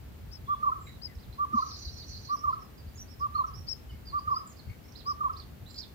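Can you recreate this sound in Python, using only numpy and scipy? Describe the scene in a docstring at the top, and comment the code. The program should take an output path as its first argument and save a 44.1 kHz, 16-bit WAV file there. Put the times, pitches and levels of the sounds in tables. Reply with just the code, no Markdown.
"""A vegetable garden: small birds chirp around a nest, each note a sine arching over a top pitch.
One breaks into a rasping chatter, two shaking voices cut into ragged pulses.
Further off a bird repeats a low two-part hoot, a nearly pure tone; leaves scatter every call.
One dull thump, a few sagging low cycles, sounds close to the microphone.
Behind it all lie a distant low rumble and a faint hiss, both shaped noise."""
import sys
import numpy as np
from scipy import signal
from scipy.fft import rfft, irfft
from scipy.io import wavfile
from scipy.ndimage import uniform_filter1d

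SR = 44100
rng = np.random.default_rng(int(sys.argv[2]) if len(sys.argv) > 2 else 0)


def unload_audio(sound):
    """Save the sound as a 16-bit wav file, at the path given as the first command line argument."""
    columns = np.transpose(np.atleast_2d(sound))
    # keep every value between -1 and 1, then stretch to whole-number steps
    steps = np.round(np.clip(columns, -1, 1) * 32767)
    wavfile.write(sys.argv[1], SR, steps.astype(np.int16))


N = 261954
TIME = np.arange(N) / SR  # s


def from_db(db):
    """Decibels to gain."""
    return 10 ** (np.asarray(db) / 20)


def rms_one(x):
    """Scale to unit rms."""
    return x / np.sqrt(np.mean(x ** 2) + 1e-20)


def at_hz(points, hz):
    """Read a curve over frequency on a log-frequency axis."""
    curve = np.array(points)
    return np.interp(np.log(hz), np.log(curve[:, 0]), curve[:, 1])


def drift(rate, size=N):
    """Smooth random wander of spread 1, through `rate` random points a second."""
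    knots = rng.standard_normal(size)
    wander = np.interp(np.arange(size) * min(rate / SR, 1), np.arange(size), knots)
    return wander / np.sqrt(2 / 3)  # straight lines between the points lose a third of the power


def tone(hz):
    """A sine of rms 1 on a moving pitch."""
    return np.sqrt(2) * np.sin(2 * np.pi * np.cumsum(hz) / SR)


def bell(centre, width):
    """A smooth rise and fall of height 1, down to 1/e one width from its centre."""
    return np.exp(-np.minimum(((TIME - centre) / width) ** 2, 50))


def arch(u, first, top, last, place, bend):
    """Pitch over a note (u from 0 to 1): up to the top, then down."""
    rise = top + (first - top) * np.abs(1 - u / place) ** bend
    fall = top + (last - top) * np.abs((u - place) / (1 - place)) ** bend
    return np.where(u < place, rise, fall)


def delayed(x, s):
    """The sound s seconds later."""
    return np.interp(TIME - s, TIME, x, left=0, right=0)


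def placed(x, pan_db, left_lag_s):
    """A source as two spaced microphones pick it up: by level and by arrival time."""
    left = delayed(x, left_lag_s) * from_db(pan_db / 2)
    right = x * from_db(-pan_db / 2)
    return np.array([left, right])


def foliage(x, t60):
    """Countless small reflections off leaves and stems, different at each microphone."""
    t = TIME[:SR]
    build_up = 1 - np.exp(-t / 0.0096)
    tail = rng.standard_normal((2, SR)) * from_db(-60 * t / t60) * build_up
    tail /= np.sqrt(np.sum(tail ** 2, axis=1, keepdims=True))
    return signal.fftconvolve(np.atleast_2d(x), tail, axes=1)[:, :N]


# left-right likeness of the noise: (f/Hz, likeness 0-1)
LEFT_RIGHT_LIKENESS = [(40, 0.92), (90, 0.86), (200, 0.46), (400, 0.13), (800, 0), (15000, 0.025)]


def coloured_noise(spectrum):
    """Stereo noise of rms 1, alike in both channels only in the bass."""
    hz = np.maximum(np.arange(N // 2 + 1) * SR / N, 1)
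    mid, side = rfft(rng.standard_normal((2, N))) * from_db(at_hz(spectrum, hz))
    alike = np.clip(at_hz(LEFT_RIGHT_LIKENESS, hz), -1, 1)
    stereo = np.sqrt(1 + alike) * mid + np.sqrt(1 - alike) * side * [[1], [-1]]
    return rms_one(irfft(stereo, N))


# colour of the rumble and of the hiss: (f/Hz, relative level/dB per Hz)
RUMBLE_SPECTRUM = [(16, -41), (28, -24.5), (52, -6.5), (75, -2), (136, -12.5), (155, -13), (172, -18),
                   (199, -16), (303, -22), (435, -25), (518, -28), (591, -30), (900, -35.5), (1170, -72),
                   (1980, -120)]
HISS_SPECTRUM = [(350, -23), (600, -6), (969, -6), (1220, -6.5), (1770, -8.5), (2230, -10), (3460, -13.5),
                 (3750, -14.5), (4080, -13), (5580, -18), (10100, -22), (15200, -12.5), (15800, -23.5)]
HISS_DB = -59.5
# slow swell of the rumble: (t/s, level/dB before wander and channel trim)
RUMBLE_SWELL = [(0, -47), (.7, -48.5), (1.1, -51), (1.75, -50), (2.1, -49), (2.35, -54.5), (2.8, -51),
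                (3.3, -47.5), (4.1, -48.5), (4.5, -54), (5.25, -50), (5.9, -51)]
RUMBLE_WANDER_DB, RUMBLE_WANDER_PER_S = 2.0, 22
# brief surges of the rumble: (t/s of the peak, level/dB before channel trim)
RUMBLE_SURGES = [(.43, -43.5), (1.18, -44), (1.29, -40.5), (1.874, -40.5), (2.48, -44.5), (2.88, -43),
                 (3.2, -46), (3.59, -43), (3.94, -41.5), (4.28, -44.5), (4.695, -39.5), (5.64, -44)]
SURGE_WIDTH_S = 0.031


def background(steadiness=0.94):
    """Distant rumble that swells and sinks, a steady drone above it, and faint even hiss."""
    wander_db = RUMBLE_WANDER_DB * drift(RUMBLE_WANDER_PER_S)
    swell = from_db(np.interp(TIME, *np.transpose(RUMBLE_SWELL)) + wander_db)
    surges = sum(from_db(db) * bell(s, SURGE_WIDTH_S) for s, db in RUMBLE_SURGES)
    noise = coloured_noise(RUMBLE_SPECTRUM)
    deep = signal.sosfiltfilt(signal.butter(3, 150, fs=SR, output="sos"), noise)
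    # level out the noise's own swells before the drawn ones are applied
    strength = np.sqrt(uniform_filter1d(np.mean(deep ** 2, axis=0), size=6000))
    level_deep = rms_one(deep / strength ** steadiness)
    rumble = level_deep * np.hypot(swell, surges) * from_db([[.7], [-.3]])
    drone = (noise - deep) * from_db([[-45.5], [-48]])
    return rumble + drone + from_db(HISS_DB) * coloured_noise(HISS_SPECTRUM)


# repeats of the hoot: (t/s, level/dB added to its notes)
HOOT_REPEATS = [(0.448, -1.1), (1.352, -1.2), (2.258, -2.5), (3.170, -3), (4.094, -3), (5.026, -4)]
# one long arch and a warble of three: (t/s from the hoot's start, length/s, start f/Hz, top f/Hz,
# end f/Hz, place of the top 0-1, level/dB before the repeat's gain, wave 0-1)
HOOT_PHRASE = [(0.019, 0.09, 989, 1184, 950, .64, -24.5, 0.04),
               (0.171, 0.0454, 1170, 1232, 1042, 0.32, -22, 0.97),
               (.203, .058, 1090, 1172, 1020, .3, -19, 1), (0.259, 0.0445, 1130, 1289, 1010, .37, -24.5, 1)]
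# echoes of the hoot: (delay t/s, level/dB against the direct voice)
HOOT_ECHOES = [(.02, -21), (.057, -28.5), (.093, -19)]
HOOT_BEND = 2.58  # curvature of a plain arch; a wavy note levels off at its ends instead
HOOT_ATTACK, HOOT_RELEASE = 0.48, 0.14  # shares of a note's length
HOOT_FADE_DB_PER_HZ = 0.07  # the voice weakens as it falls below a note's top pitch


def hooting_bird():
    """One nearly pure phrase, repeated further off to the right, with echoes and a leafy tail."""
    voice, wander = np.zeros(N), drift(150)
    for start, gain_db in HOOT_REPEATS:
        for offset, length, first, top, last, place, level_db, wave in HOOT_PHRASE:
            span = (TIME >= start + offset) & (TIME < start + offset + length)
            u = (TIME[span] - start - offset) / length
            from_top = np.interp(u, [0, place, 1], [1, 0, 1])
            plain_sag = from_top ** HOOT_BEND
            wavy_sag = np.sin(np.pi / 2 * from_top) ** 2
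            sag = (1 - wave) * plain_sag + wave * wavy_sag
            hz = top + (np.where(u < place, first, last) - top) * sag
            hz = hz * (1 + 0.0021 * wander[span])
            ramp = np.clip(np.minimum(u / HOOT_ATTACK, (1 - u) / HOOT_RELEASE), 0, 1)
            swell = np.sin(np.pi / 2 * ramp) ** 2
            note_db = level_db + gain_db - HOOT_FADE_DB_PER_HZ * (top - hz)
            voice[span] += swell * from_db(note_db) * tone(hz)
    echoes = sum(from_db(db) * delayed(voice, s) for s, db in HOOT_ECHOES)
    tail = from_db(-16.5) * foliage(voice, t60=.44)
    return placed(voice + echoes, pan_db=-3.0, left_lag_s=0.00032) + tail


# a light touch and then the full bump: (t/s, starting f/Hz, level/dB before panning)
THUMP_TOUCHES = [(1.527, 302, -43), (1.538, 240, -30)]
THUMP_ATTACK_S, THUMP_HOLD_S, THUMP_T60_S = 0.0063, 0.011, 0.046
THUMP_SAG_HZ_PER_S = 1060


def thump():
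    """A short dull bump of a few low cycles close by; its pitch sags as it dies."""
    bump = np.zeros(N)
    for start, hz, level_db in THUMP_TOUCHES:
        age = np.maximum(TIME - start, 0)
        pitch = np.maximum(hz - THUMP_SAG_HZ_PER_S * age, hz / 2) * (age > 0)
        attack = np.minimum(age / THUMP_ATTACK_S, 1)
        dying = np.clip((age - THUMP_ATTACK_S - THUMP_HOLD_S) / THUMP_T60_S, 0, 10)
        bump += tone(pitch) * attack * from_db(level_db - 60 * dying)
    return placed(bump, pan_db=1.2, left_lag_s=0.0004) + from_db(-20) * foliage(bump, t60=0.16)


# chatter, about seven syllables a second: (t/s of the lower voice's peak, level/dB before the mix)
CHATTER_SYLLABLES = [(1.609, -54), (1.734, -49.5), (1.861, -46.5), (2.005, -48.5), (2.15, -48.5),
                     (2.281, -52.5)]
CHATTER_START_S, CHATTER_ATTACK_S = 1.514, 0.067
SYLLABLE_WIDTH_S = 0.051  # time over which the lower voice falls to 1/e of its peak
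# the upper voice opens each syllable, longer and weaker
UPPER_LEAD_S, UPPER_WIDTH_S, UPPER_DB = .046, 0.057, -8


def rasping_bird(lower_hz=4380, upper_hz=5750, buzz_hz=105, buzz_depth=0.29, ragged_db=2.5, floor_hz=3750):
    """The two sides of the syrinx buzz at once in ragged pulses, each on a wildly shaking pitch."""
    lower_swell = sum(from_db(db) * bell(s, SYLLABLE_WIDTH_S) for s, db in CHATTER_SYLLABLES)
    upper_swell = sum(from_db(db + UPPER_DB) * bell(s - UPPER_LEAD_S, UPPER_WIDTH_S)
                      for s, db in CHATTER_SYLLABLES)
    opening = np.clip((TIME - CHATTER_START_S) / CHATTER_ATTACK_S, 0, 1)
    buzz = tone(buzz_hz * (1 + 0.2024 * drift(60))) / np.sqrt(2)  # peak 1
    pulses = rms_one((1 + buzz_depth * buzz) * from_db(ragged_db * drift(220)))
    # random shake and buzz both move the pitch, in Hz
    lower = lower_swell * tone(lower_hz + 210 * drift(900) + 130 * buzz)
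    upper = upper_swell * tone(upper_hz + 375 * drift(1300) + 140 * buzz)
    thin_out = signal.butter(8, floor_hz, "high", fs=SR, output="sos")
    voice = signal.sosfilt(thin_out, (lower + upper) * opening * pulses)
    direct = from_db(-3.5) * placed(voice, pan_db=-7.5, left_lag_s=0.000373)
    scattered = from_db(2.5) * foliage(voice, t60=0.041)
    return (direct + scattered) * from_db([[-1], [1.5]])


# peeps that rise to a top and sag: (t/s, length/s, top f/Hz, place of the top 0-1, level/dB
# before flutter and fade, left over right/dB, scattered over direct/dB, rasp 0-1)
RISING_PEEPS = [ (0.31, 0.072, 5270, 0.43, -50, 10.5, -25, 0.3),
                (1.014, 0.063, 5110, 0.49, -43, 11, -20, 0), (1.321, 0.027, 4380, .8, -57, -16, 2, .75),
                (2.294, .082, 5800, 0.65, -52.5, -15, 0, 0.16),
                (2.366, 0.056, 5580, 0.67, -51, -16, -3, .14), (2.854, 0.051, 4770, 0.83, -62, -9, 0, .2),
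                (2.94, .059, 6800, .58, -60, -11, -4, .2), (2.972, 0.07, 5940, 0.79, -48.5, -2, -12, 0.25),
                (3.074, 0.075, 5440, 0.58, -59.5, -22, -6, .1),
                (3.336, 0.0827, 4360, 0.34, -52, -7, -7.5, 0.1),
                (3.531, 0.085, 5650, 0.58, -51.5, -15, 2, .05), (3.677, 0.062, 5410, .5, -31, 12, -15, .05),
                (3.895, 0.032, 5210, 1, -63, -9, 2, .2), (4.166, 0.041, 4800, 0.75, -50.5, -10, -1.5, 0.3),
                (4.293, 0.043, 5210, 0.8, -56, -20, 8, .3), (4.339, 0.051, 5260, 1, -45, 0, -6, 0.17),
                (4.819, .11, 5500, .6, -66, -13, -5, .5), (5.054, .081, 5190, 0.38, -42.5, 12, -17, .34),
                (5.065, 0.07, 5593, 0.5, -52, -0.5, -5, 0.2), (5.655, 0.051, 4100, 0.66, -55, -14, 0, .6),
                (5.74, .081, 4930, 0.88, -45, -2.5, -11, 0.63)]
PEEP_START, PEEP_SAG = .82, 0.189  # start as a share of the top pitch; sag share, less for a late top
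# whistles that slur downwards: (t/s, length/s, top f/Hz, end f/Hz, level/dB before flutter
# and fade, left over right/dB, rasp 0-1)
FALLING_SLURS = [ (0.461, .14, 3430, 3380, -66.5, 1, 0.3), (0.802, 0.12, 7380, 7050, -62.5, -17, 0.21),
                 (.86, 0.12, 3890, 3830, -58, -18, 0.42), (.865, 0.044, 2200, 1750, -56, 7, 0.83),
                 (1.078, 0.064, 2050, 1670, -59, 9, 0.4), (1.685, 0.053, 5200, 4600, -47.5, -1.5, 1),
                 (1.713, 0.054, 5290, 4900, -49, 6, 0.1), (2.494, 0.067, 4500, 4230, -61.5, -10, 1),
                 (2.585, .09, 5470, 4890, -62, -21, .2), (2.774, 0.039, 4900, 4580, -59, -7, .2),
                 (3.186, 0.058, 5300, 4180, -58, -17, .4), (3.464, 0.038, 5780, 3970, -59.5, -13, .6),
                 (3.668, .03, 4650, 4120, -51, -3, 0.5), (3.763, .025, 6440, 4740, -64, -8, 0.5),
                 (3.89, .032, 3030, 2860, -56, -2, 0), (3.912, 0.057, 2180, 2160, -65, 5, 0.1),
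                 (4.054, .068, 4850, 3930, -48.5, -5, 0.14), (4.465, 0.074, 7200, 6230, -57, -3.5, 0.6),
                 (4.612, 0.12, 4640, 4280, -68, -12, .4), (4.683, .077, 2190, 2090, -62, 10, .74),
                 (4.85, 0.03, 2170, 2050, -63, 7, .5), (5.676, 0.14, 7370, 7080, -63.5, -18, .1),
                 (5.699, 0.026, 4600, 4200, -54.5, -16, .9)]
# start as a share of the top pitch; place of the top 0-1; scattered over direct/dB
SLUR_START, SLUR_TOP_PLACE, SLUR_SCATTER_DB = 1, 0.124, -4
# a hoarse down-up-down call from the right: (t/s from its start, length/s, start f/Hz, top f/Hz,
# end f/Hz, place of the top 0-1, level/dB added to the call's)
ZIGZAG_SWEEPS = [(0, 0.021, 5360, 5380, 3840, 0, -6), (0.025, .04, 3144, 5090, 5030, .95, -0.5),
                 (.067, .04, 4480, 4470, 2947, .03, 1)]
# repeats of that call: (t/s, level/dB before flutter and fade)
ZIGZAG_CALLS = [(1.15, -59), (4.52, -57.5), (4.919, -50.5), (5.329, -49), (5.744, -47.5)]
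ZIGZAG_PAN_DB, ZIGZAG_SCATTER_DB, ZIGZAG_RASP = -15, -2, 0.66


def chirps():
    """Every small note: t, length, start, top and end Hz, top's place, dB, pan dB, scatter dB, rasp."""
    for start, length, top, place, level_db, pan_db, scatter_db, rasp in RISING_PEEPS:
        last = top * (1 - PEEP_SAG * (1 - place))
        yield start, length, top * PEEP_START, top, last, place, level_db, pan_db, scatter_db, rasp
    for start, length, top, last, level_db, pan_db, rasp in FALLING_SLURS:
        yield (start, length, top * SLUR_START, top, last, SLUR_TOP_PLACE,
               level_db, pan_db, SLUR_SCATTER_DB, rasp)
    for start, call_db in ZIGZAG_CALLS:
        for offset, length, first, top, last, place, level_db in ZIGZAG_SWEEPS:
            yield (start + offset, length, first, top, last, place,
                   call_db + level_db, ZIGZAG_PAN_DB, ZIGZAG_SCATTER_DB, ZIGZAG_RASP)


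# octave overtone as picked up, boosted by the microphone's treble resonance:
# (f/Hz of the overtone, level/dB against the fundamental)
OVERTONE_AS_PICKED_UP = [(8000, -41), (10800, -34), (11500, -13.5), (14000, -22)]
CHIRP_FADE_DB_PER_HZ = 0.0056  # small birds too weaken below a note's top pitch


def chirping_birds(waver=0.0089, flutter_db=3.5, swell_power=0.5, swell_skew=0.81,
                   skew_per_place=0.22, rasp_spread=0.078, rasp_lift=1.04):
    """Each chirp is a whistle that arches over a top pitch; in hoarse ones the pitch shakes wildly."""
    direct, scattered = np.zeros((2, 2, N))
    wander, flutter, shake = drift(400), drift(170), drift(1300)
    for start, length, first, top, last, place, level_db, pan_db, scatter_db, rasp in chirps():
        span = (TIME >= start) & (TIME < start + length)
        u = (TIME[span] - start) / length
        place, rasp = np.clip(place, .02, .98), np.clip(rasp, 0, 1)
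        bend = 1.277 + 4 * place * (1 - place)  # one-way sweeps are straighter than arches
        hz = arch(u, first, top, last, place, bend) * (1 + waver * wander[span])
        clear = tone(hz) + from_db(at_hz(OVERTONE_AS_PICKED_UP, 2 * hz)) * tone(2 * hz)
        hoarse = tone(hz * (rasp_lift + rasp_spread * shake[span]))
        voice = np.sqrt(1 - rasp ** 2) * clear + rasp * hoarse
        swell = np.abs(np.sin(np.pi * u ** (swell_skew + skew_per_place * place))) ** swell_power
        note_db = level_db + flutter_db * flutter[span] - CHIRP_FADE_DB_PER_HZ * (top - hz)
        # the note's power is shared between direct and scattered sound
        note = swell * from_db(note_db) * voice / np.hypot(1, from_db(scatter_db))
        sides = rms_one(from_db([[pan_db / 2], [-pan_db / 2]]))
        lead = 3.0 + 0.2 * pan_db  # samples by which the left microphone hears it first
        steps = np.arange(len(note))
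        direct[:, span] += sides * [np.interp(steps + lead, steps, note), note]
        scattered[:, span] += np.sqrt(sides) * note * from_db(scatter_db)
    near = from_db(-2.5) * foliage(scattered, t60=0.12)
    far = from_db(-5) * foliage(scattered, t60=.33)
    return direct + near + far


def scene():
    """Everything in the garden."""
    return background() + hooting_bird() + thump() + rasping_bird() + chirping_birds()


def record(dry):
    """The top is cut steeply above 15.9 kHz."""
    return signal.sosfilt(signal.ellip(12, .1, 70, 15900, fs=SR, output="sos"), dry)


dry = scene()
out = record(dry)
unload_audio(out)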